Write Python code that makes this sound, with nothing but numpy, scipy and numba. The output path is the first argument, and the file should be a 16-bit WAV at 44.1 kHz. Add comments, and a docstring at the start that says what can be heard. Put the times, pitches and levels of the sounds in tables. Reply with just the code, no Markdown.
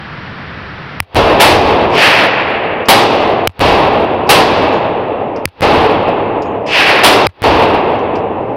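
"""Ventilation rushes in a concrete indoor range; then a pistol fires four shots at arm's length.
Each muzzle blast cracks and its echoes pile up into a long roar. Other lanes fire in between,
spent brass ticks on the floor and gun parts click. Gain control rides the roar, the input clips,
and each close blast stalls the small microphone for a moment."""
import sys
import numpy as np
from scipy import signal
from scipy.fft import rfft, irfft, next_fast_len
from scipy.io import wavfile
from scipy.ndimage import map_coordinates
from numba import njit

SR = 44100
rng = np.random.default_rng(int(sys.argv[2]) if len(sys.argv) > 2 else 0)


def output_pcm(signal):
    """Save a mono or channel-first signal as 16-bit PCM at the path in sys.argv[1].

    Samples are clipped to [-1, 1] before scaling.
    """
    pcm = np.clip(np.atleast_2d(signal).T, -1, 1) * 32767
    wavfile.write(sys.argv[1], SR, np.round(pcm).astype(np.int16))


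N = 377496

# noise spectra (frequency [Hz], density [dB])
DUCT_SPECTRUM = [(25, -7.5), (45, -18.5), (76, 0.5), (112, -4.5), (150, -0.5), (280, -11.5), (620, -15),
                 (1700, -12), (2600, -21), (4300, -28.5), (5600, -34.5), (6800, -56), (15000, -75.5)]
CLICK_SPECTRUM = [(500, -21.5), (2500, -17.5), (5000, 6.5), (7000, -2.5), (11000, -31), (16000, -44.5)]
SWELL_SPECTRUM = [(30, -34), (100, -17.5), (250, -14.5), (600, -7.5), (1300, -10.5), (1900, -8.5),
                  (2700, -11), (3600, -15.5), (5000, -11), (6500, -18), (16000, -56.5)]  # far shots
BLAST_SPECTRUM = [(30, -25), (100, -9), (250, -12.5), (800, 10), (1500, -2.5), (3300, -0.5), (5000, -9),
                  (7000, -11.5), (16000, -31)]  # muzzle gas, early reflections
ROAR_SPECTRUM = [(25, -14.5), (55, -23), (95, -4), (150, -8), (210, -4), (420, 0.5), (800, 0.5), (1050, -2),
                 (1400, -10.5), (2100, -12), (2700, -12), (3500, -13.5), (5000, -12.5), (6500, -17),
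                 (16000, -54)]  # late echoes
BOOM_SPECTRUM = [(20, -2), (45, -4), (85, 2.5), (140, -10.5), (400, -47.5), (2000, -99.5)]  # deep thump after a shot
# hall decay (frequency [Hz], T60 [s])
HALL_DECAY = [(60, 2.09), (200, 1.724), (450, 1.843), (850, 1.67), (1500, 1.363), (2600, 1.31),
              (3800, 1.01), (5200, 0.72), (10000, 0.46)]
# booth and lane resonances (centre [Hz], width [Hz], lift [dB])
BOOTH_MODES = [(88, 15, -1), (309.5, 4.3, 4.5), (441, 4, 8), (817, 81, 1), (2670, 300, 3.5), (3390, 21, 6),
               (3730, 46, 3), (4120, 19, -3), (4490, 11, 5)]
# gun handling (time [s], level [dB], ring [Hz])
GUN_CLICKS = [(2.856, -17, 5320), (4.273, -13, 4800), (5.362, -22.5, 5300), (7.991, -17.5, 5630),
              (8.155, -7.5, 2680)]
# spent cases landing (time [s], level [dB])
CASE_DROPS = [(4.735, -2), (6.421, -9.5)]
# ring of a case (frequency [Hz], level [dB], T60 [s])
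BRASS_MODES = [(6700, -2, 0.24), (11450, -28, .12)]
# shots far down the line (time [s], level [dB], swell time [s])
FAR_SHOTS = [(1.89, 41, 0.2), (6.66, 34, 0.28)]
# shots in the next lane (time [s], roar [dB], boom [dB])
NEXT_SHOTS = [(1.397, 42.5, 37), (2.884, 36, 11), (4.290, 37.5, 25), (7.032, 39.5, 10)]
# close shots (time [s], crack length [s], time the microphone comes free [s])
PISTOL_SHOTS = [(1.0027, .0011, 1.1475), (3.4735, .0022, 3.5944), (5.4551, .0011, 5.6087),
                (7.2685, .0016, 7.4205)]
# microphone response (frequency [Hz], gain [dB])
MIC_RESPONSE = [(30, -1.5), (3000, 2), (5000, -0.5), (6700, -8), (10000, 2.5), (16000, 1.5)]


def amp(db):
    """Decibels to gain."""
    return 10 ** (np.asarray(db) / 20)


def unit(x):
    """Scale to rms 1."""
    return x / np.sqrt(np.mean(x ** 2) + 1e-20)


def along(points, hz):
    """Interpolate (frequency [Hz], value) points on a log axis."""
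    knots_hz, values = np.transpose(points)
    return np.interp(np.log(hz + 1), np.log(knots_hz + 1), values)


def since(at_s):
    """Seconds since at_s, zero before."""
    return np.maximum(np.arange(N) / SR - at_s, 0)


def add(track, at_s, sound):
    """Mix sound into track from at_s."""
    part = track[round(at_s * SR):][:len(sound)]
    part += sound[:len(part)]


def filtered(x, response):
    """Apply a gain given as a function of Hz."""
    size = next_fast_len(len(x) + 8192)
    return irfft(rfft(x, size) * response(np.fft.rfftfreq(size, 1 / SR)), size)[:len(x)]


def noise(spectrum, size):
    """Coloured noise, rms 1."""
    return unit(filtered(rng.standard_normal(size), lambda hz: amp(along(spectrum, hz))))


def resonance(x, centre_hz, width_oct, order):
    """One band of x, rms 1."""
    return unit(filtered(x, lambda hz: 1 / (1 + (np.log2((hz + 1) / centre_hz) / width_oct) ** order)))


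def wobble(rate_hz, size):
    """Smooth random curve."""
    knots = rng.standard_normal(int(size * rate_hz / SR) + 4)
    return map_coordinates(knots, [np.arange(size) * rate_hz / SR])


def bump(t, width_s, at_s=0):
    """Gaussian, peak 1."""
    return np.exp(-((t - at_s) / width_s) ** 2)


def ventilation(level_db=-26.5):
    """Steady rush of duct air, no fine hiss."""
    return amp(level_db) * noise(DUCT_SPECTRUM, N)


def strike(ring, t, click_t60_s=0.08, rebound_s=0.031, rebound_db=-14.5):
    """Metal contact: a click plus the part's ring, then a weaker rebound."""
    contact = lambda: noise(CLICK_SPECTRUM, len(t)) * amp(-60 * t / click_t60_s) + ring()
    sound = contact()
    add(sound, rebound_s, amp(rebound_db) * contact())
    return sound


def gun_handling(width_oct=0.25, snap_db=3, snap_t60_s=0.07):
    """Parts snap into place; the hand damps them to a short, broad ring."""
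    out, t = np.zeros(N), np.arange(SR // 2) / SR
    decay = amp(snap_db - 60 * t / snap_t60_s)
    for at_s, db, ring_hz in GUN_CLICKS:
        ring = lambda: resonance(rng.standard_normal(len(t)), ring_hz, width_oct, order=4) * decay
        add(out, at_s, amp(db) * strike(ring, t))
    return out


def spent_cases(detune=0.005):
    """Brass hits concrete; each mode is a close pair, so the ring beats."""
    out, t = np.zeros(N), np.arange(SR // 2) / SR
    split = lambda hz: hz * (1 + detune * rng.standard_normal(2))
    pair = lambda centre_hz: sum(np.sin(2 * np.pi * hz * t) for hz in split(centre_hz)) / 2
    ring = lambda: sum(amp(db - 60 * t / t60_s) * pair(hz) for hz, db, t60_s in BRASS_MODES)
    for at_s, db in CASE_DROPS:
        add(out, at_s, amp(db) * strike(ring, t))
    return out


def booth_gain(hz):
    """Booth and lane resonances colour the echoes."""
    return amp(sum(db / (1 + (2 * (hz - mode_hz) / width_hz) ** 2)
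                   for mode_hz, width_hz, db in BOOTH_MODES))


def hall(spectrum, size=3 * SR, clump_db=0.77, clump_hz=25, wall_db=3):
    """Echoes of one shot arrive in clumps; the far wall returns a swell; treble dies first."""
    echoes = unit(filtered(noise(spectrum, size), booth_gain))
    echoes *= amp(clump_db * wobble(clump_hz, size))
    hz, t, bins = signal.stft(echoes, SR, nperseg=512)
    level_db = wall_db * bump(t, width_s=0.18, at_s=0.42) - 60 * t / along(HALL_DECAY, hz)[:, None]
    return signal.istft(bins * amp(level_db), SR, nperseg=512)[1][:size]


def boom(t, rise_s=0.016, t60_s=1.0):
    """A deep, low thump swells just after the shot and dies away."""
    return noise(BOOM_SPECTRUM, len(t)) * (1 - bump(t, rise_s)) * amp(-60 * t / t60_s)


def far_lane(high_hz=2650, low_hz=1800, sink_s=0.45, ring_db=3, ring_t60_s=0.64,
             rise_db=52, hiss_db=-14, hiss_t60_s=0.39, end_wall_db=3.5):
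    """Far shots: thin hiss, then a swell with a sinking steely ring; the end wall returns it."""
    out, t = np.zeros(N), np.arange(3 * SR) / SR
    steel = lambda hz: resonance(noise(SWELL_SPECTRUM, len(t)), hz, width_oct=0.29, order=2)
    high_share = bump(t, sink_s)
    end_wall = amp(end_wall_db * bump(t, width_s=0.063, at_s=0.33))
    onset = 1 - np.exp(-t / 0.0045)
    for at_s, db, swell_s in FAR_SHOTS:
        ring = high_share * steel(high_hz) + np.sqrt(1 - high_share ** 2) * steel(low_hz)
        ring *= amp(ring_db - 60 * t / ring_t60_s)
        rise = amp(-rise_db * np.maximum(1 - t / swell_s, 0) ** 2.15)
        hiss = noise(CLICK_SPECTRUM, len(t)) * amp(hiss_db - 60 * t / hiss_t60_s)
        swell = amp(db) * (hall(SWELL_SPECTRUM, wall_db=1) + ring) * rise * end_wall
        add(out, at_s, (swell + hiss) * onset)
    return out


def next_lane(build_s=0.0087, early_t60_s=0.31, side_wall_db=3.5):
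    """The partition blocks the direct blast; bright reflections build, then merge into the roar."""
    out, t = np.zeros(N), np.arange(3 * SR) / SR
    arrival = 1 - np.exp(-t / build_s)
    side_wall = amp(side_wall_db * bump(t, width_s=0.065, at_s=0.11))  # second surge
    for at_s, roar_db, boom_db in NEXT_SHOTS:
        early_db = 48.5 + 1.7 * (roar_db - 40)  # stronger shots are brighter
        early = noise(BLAST_SPECTRUM, len(t)) * amp(early_db - 60 * t / early_t60_s) * arrival ** 3
        roar = amp(roar_db) * hall(ROAR_SPECTRUM) * arrival
        add(out, at_s, side_wall * (early + roar + amp(boom_db) * boom(t, rise_s=0.059)))
    return out


def pistol(crack_hz=2300, crack_db=38, crack_t60_s=0.051, bite_hz=5000, bite_db=-7,
           gas_db=-1, roar_db=44, build_s=0.027, boom_db=39):
    """The muzzle blast rings two modes of the microphone port; echoes pile up into a roar."""
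    out, t = np.zeros(N), np.arange(3 * SR) / SR
    port = np.sin(2 * np.pi * crack_hz * t) + amp(bite_db) * np.sin(2 * np.pi * bite_hz * t)
    for at_s, *_ in PISTOL_SHOTS:
        gas = amp(gas_db) * noise(BLAST_SPECTRUM, len(t))
        crack = (port + gas) * amp(crack_db - 60 * t / crack_t60_s)
        roar = amp(roar_db) * hall(ROAR_SPECTRUM) * (1 - bump(t, build_s))
        add(out, at_s, crack + roar + amp(boom_db) * boom(t))
    return out


@njit
def follow(target, attack_samples, release_samples):
    """One-pole follower, separate rise and fall times."""
    out, now = np.empty(len(target)), 0.0
    for i in range(len(target)):
        now += (target[i] - now) / (attack_samples if target[i] > now else release_samples)
        out[i] = now
    return out


def gain_control(x, knee_db=-23, slope=0.7, attack_s=0.025, release_s=0.09):
    """Loud sound turns the gain down, slightly late; the roar seems to hang on."""
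    power = signal.lfilter(*signal.butter(1, 20, fs=SR), x ** 2)
    excess_db = np.maximum(10 * np.log10(np.abs(power) + 1e-12) - knee_db, 0)
    return x * amp(-follow(slope * excess_db, attack_s * SR, release_s * SR))


def input_clip(x, limit=0.7, coupling_hz=35):
    """Clipped peaks crackle; the coupling filter tilts their flat tops."""
    return signal.lfilter(*signal.butter(1, coupling_hz, "highpass", fs=SR), np.clip(x, -limit, limit))


def thump(at_s, ring_hz=90, ring_t60_s=0.065, spike_s=0.00022):
    """A diaphragm jump rings the input's bass filter."""
    t = since(at_s)
    spike = 0.34 * np.exp(-t / spike_s)
    ring = 0.24 * np.cos(2 * np.pi * ring_hz * t) * amp(-60 * t / ring_t60_s)
    return (t > 0) * (spike + ring)


def mic_stall(x, deep_db=-49, shallow_db=-23, dull_hz=4800, recovery_s=0.024,
              echo_s=0.019, jolt_db=-7, tick_db=-26, tick_t60_s=0.063):
    """Each close blast pins the diaphragm: dull near silence, a pop on release, a sputtering return."""
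    jumps = np.zeros(N)
    sputter = np.abs(noise([(100, -6.5), (900, 11.0), (3000, -30.5), (16000, -71)], N))
    dull = filtered(x, lambda hz: 1 / (1 + (hz / dull_hz) ** 6))
    for at_s, crack_s, free_s in PISTOL_SHOTS:
        pinned_s = since(at_s + crack_s)
        leak = amp(deep_db + (shallow_db - deep_db) * np.minimum(pinned_s / (free_s - at_s), 1) ** 2)
        recovered = np.minimum(since(free_s) / recovery_s, 1)
        opening = np.clip(recovered + 3 * sputter * recovered - 3 * (1 - recovered), 0, 1)
        # the first wall echo jolts the pinned diaphragm and lets ticks through
        echo_age_s = since(at_s + echo_s)
        ticks = x * np.maximum(sputter - 0.7, 0) * amp(tick_db - 60 * echo_age_s / tick_t60_s)
        jolt = np.minimum(echo_age_s / 0.0034, 1) * (amp(jolt_db) * thump(at_s + echo_s) + ticks)
        jumps += thump(free_s) - thump(at_s + crack_s) + jolt
        x = np.where(pinned_s > 0, opening * x + (1 - opening) * leak * dull, x)
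    return x + jumps


def scene():
    """All lanes, brass, gun handling and air; mono."""
    return (pistol() + next_lane() + far_lane() + spent_cases() + gun_handling() + ventilation())[None]


def record(dry, hiss_db=-83, top_hz=15900):
    """Gain control, clipping, stall, preamplifier hiss, microphone colour, band limit."""
    x = mic_stall(input_clip(gain_control(dry[0])))
    x += amp(hiss_db) * rng.standard_normal(N)
    band = lambda hz: 1 / (1 + (hz / top_hz) ** 200)
    return filtered(x, lambda hz: amp(along(MIC_RESPONSE, hz)) * band(hz))[None]


dry = scene()
out = record(dry)
output_pcm(out)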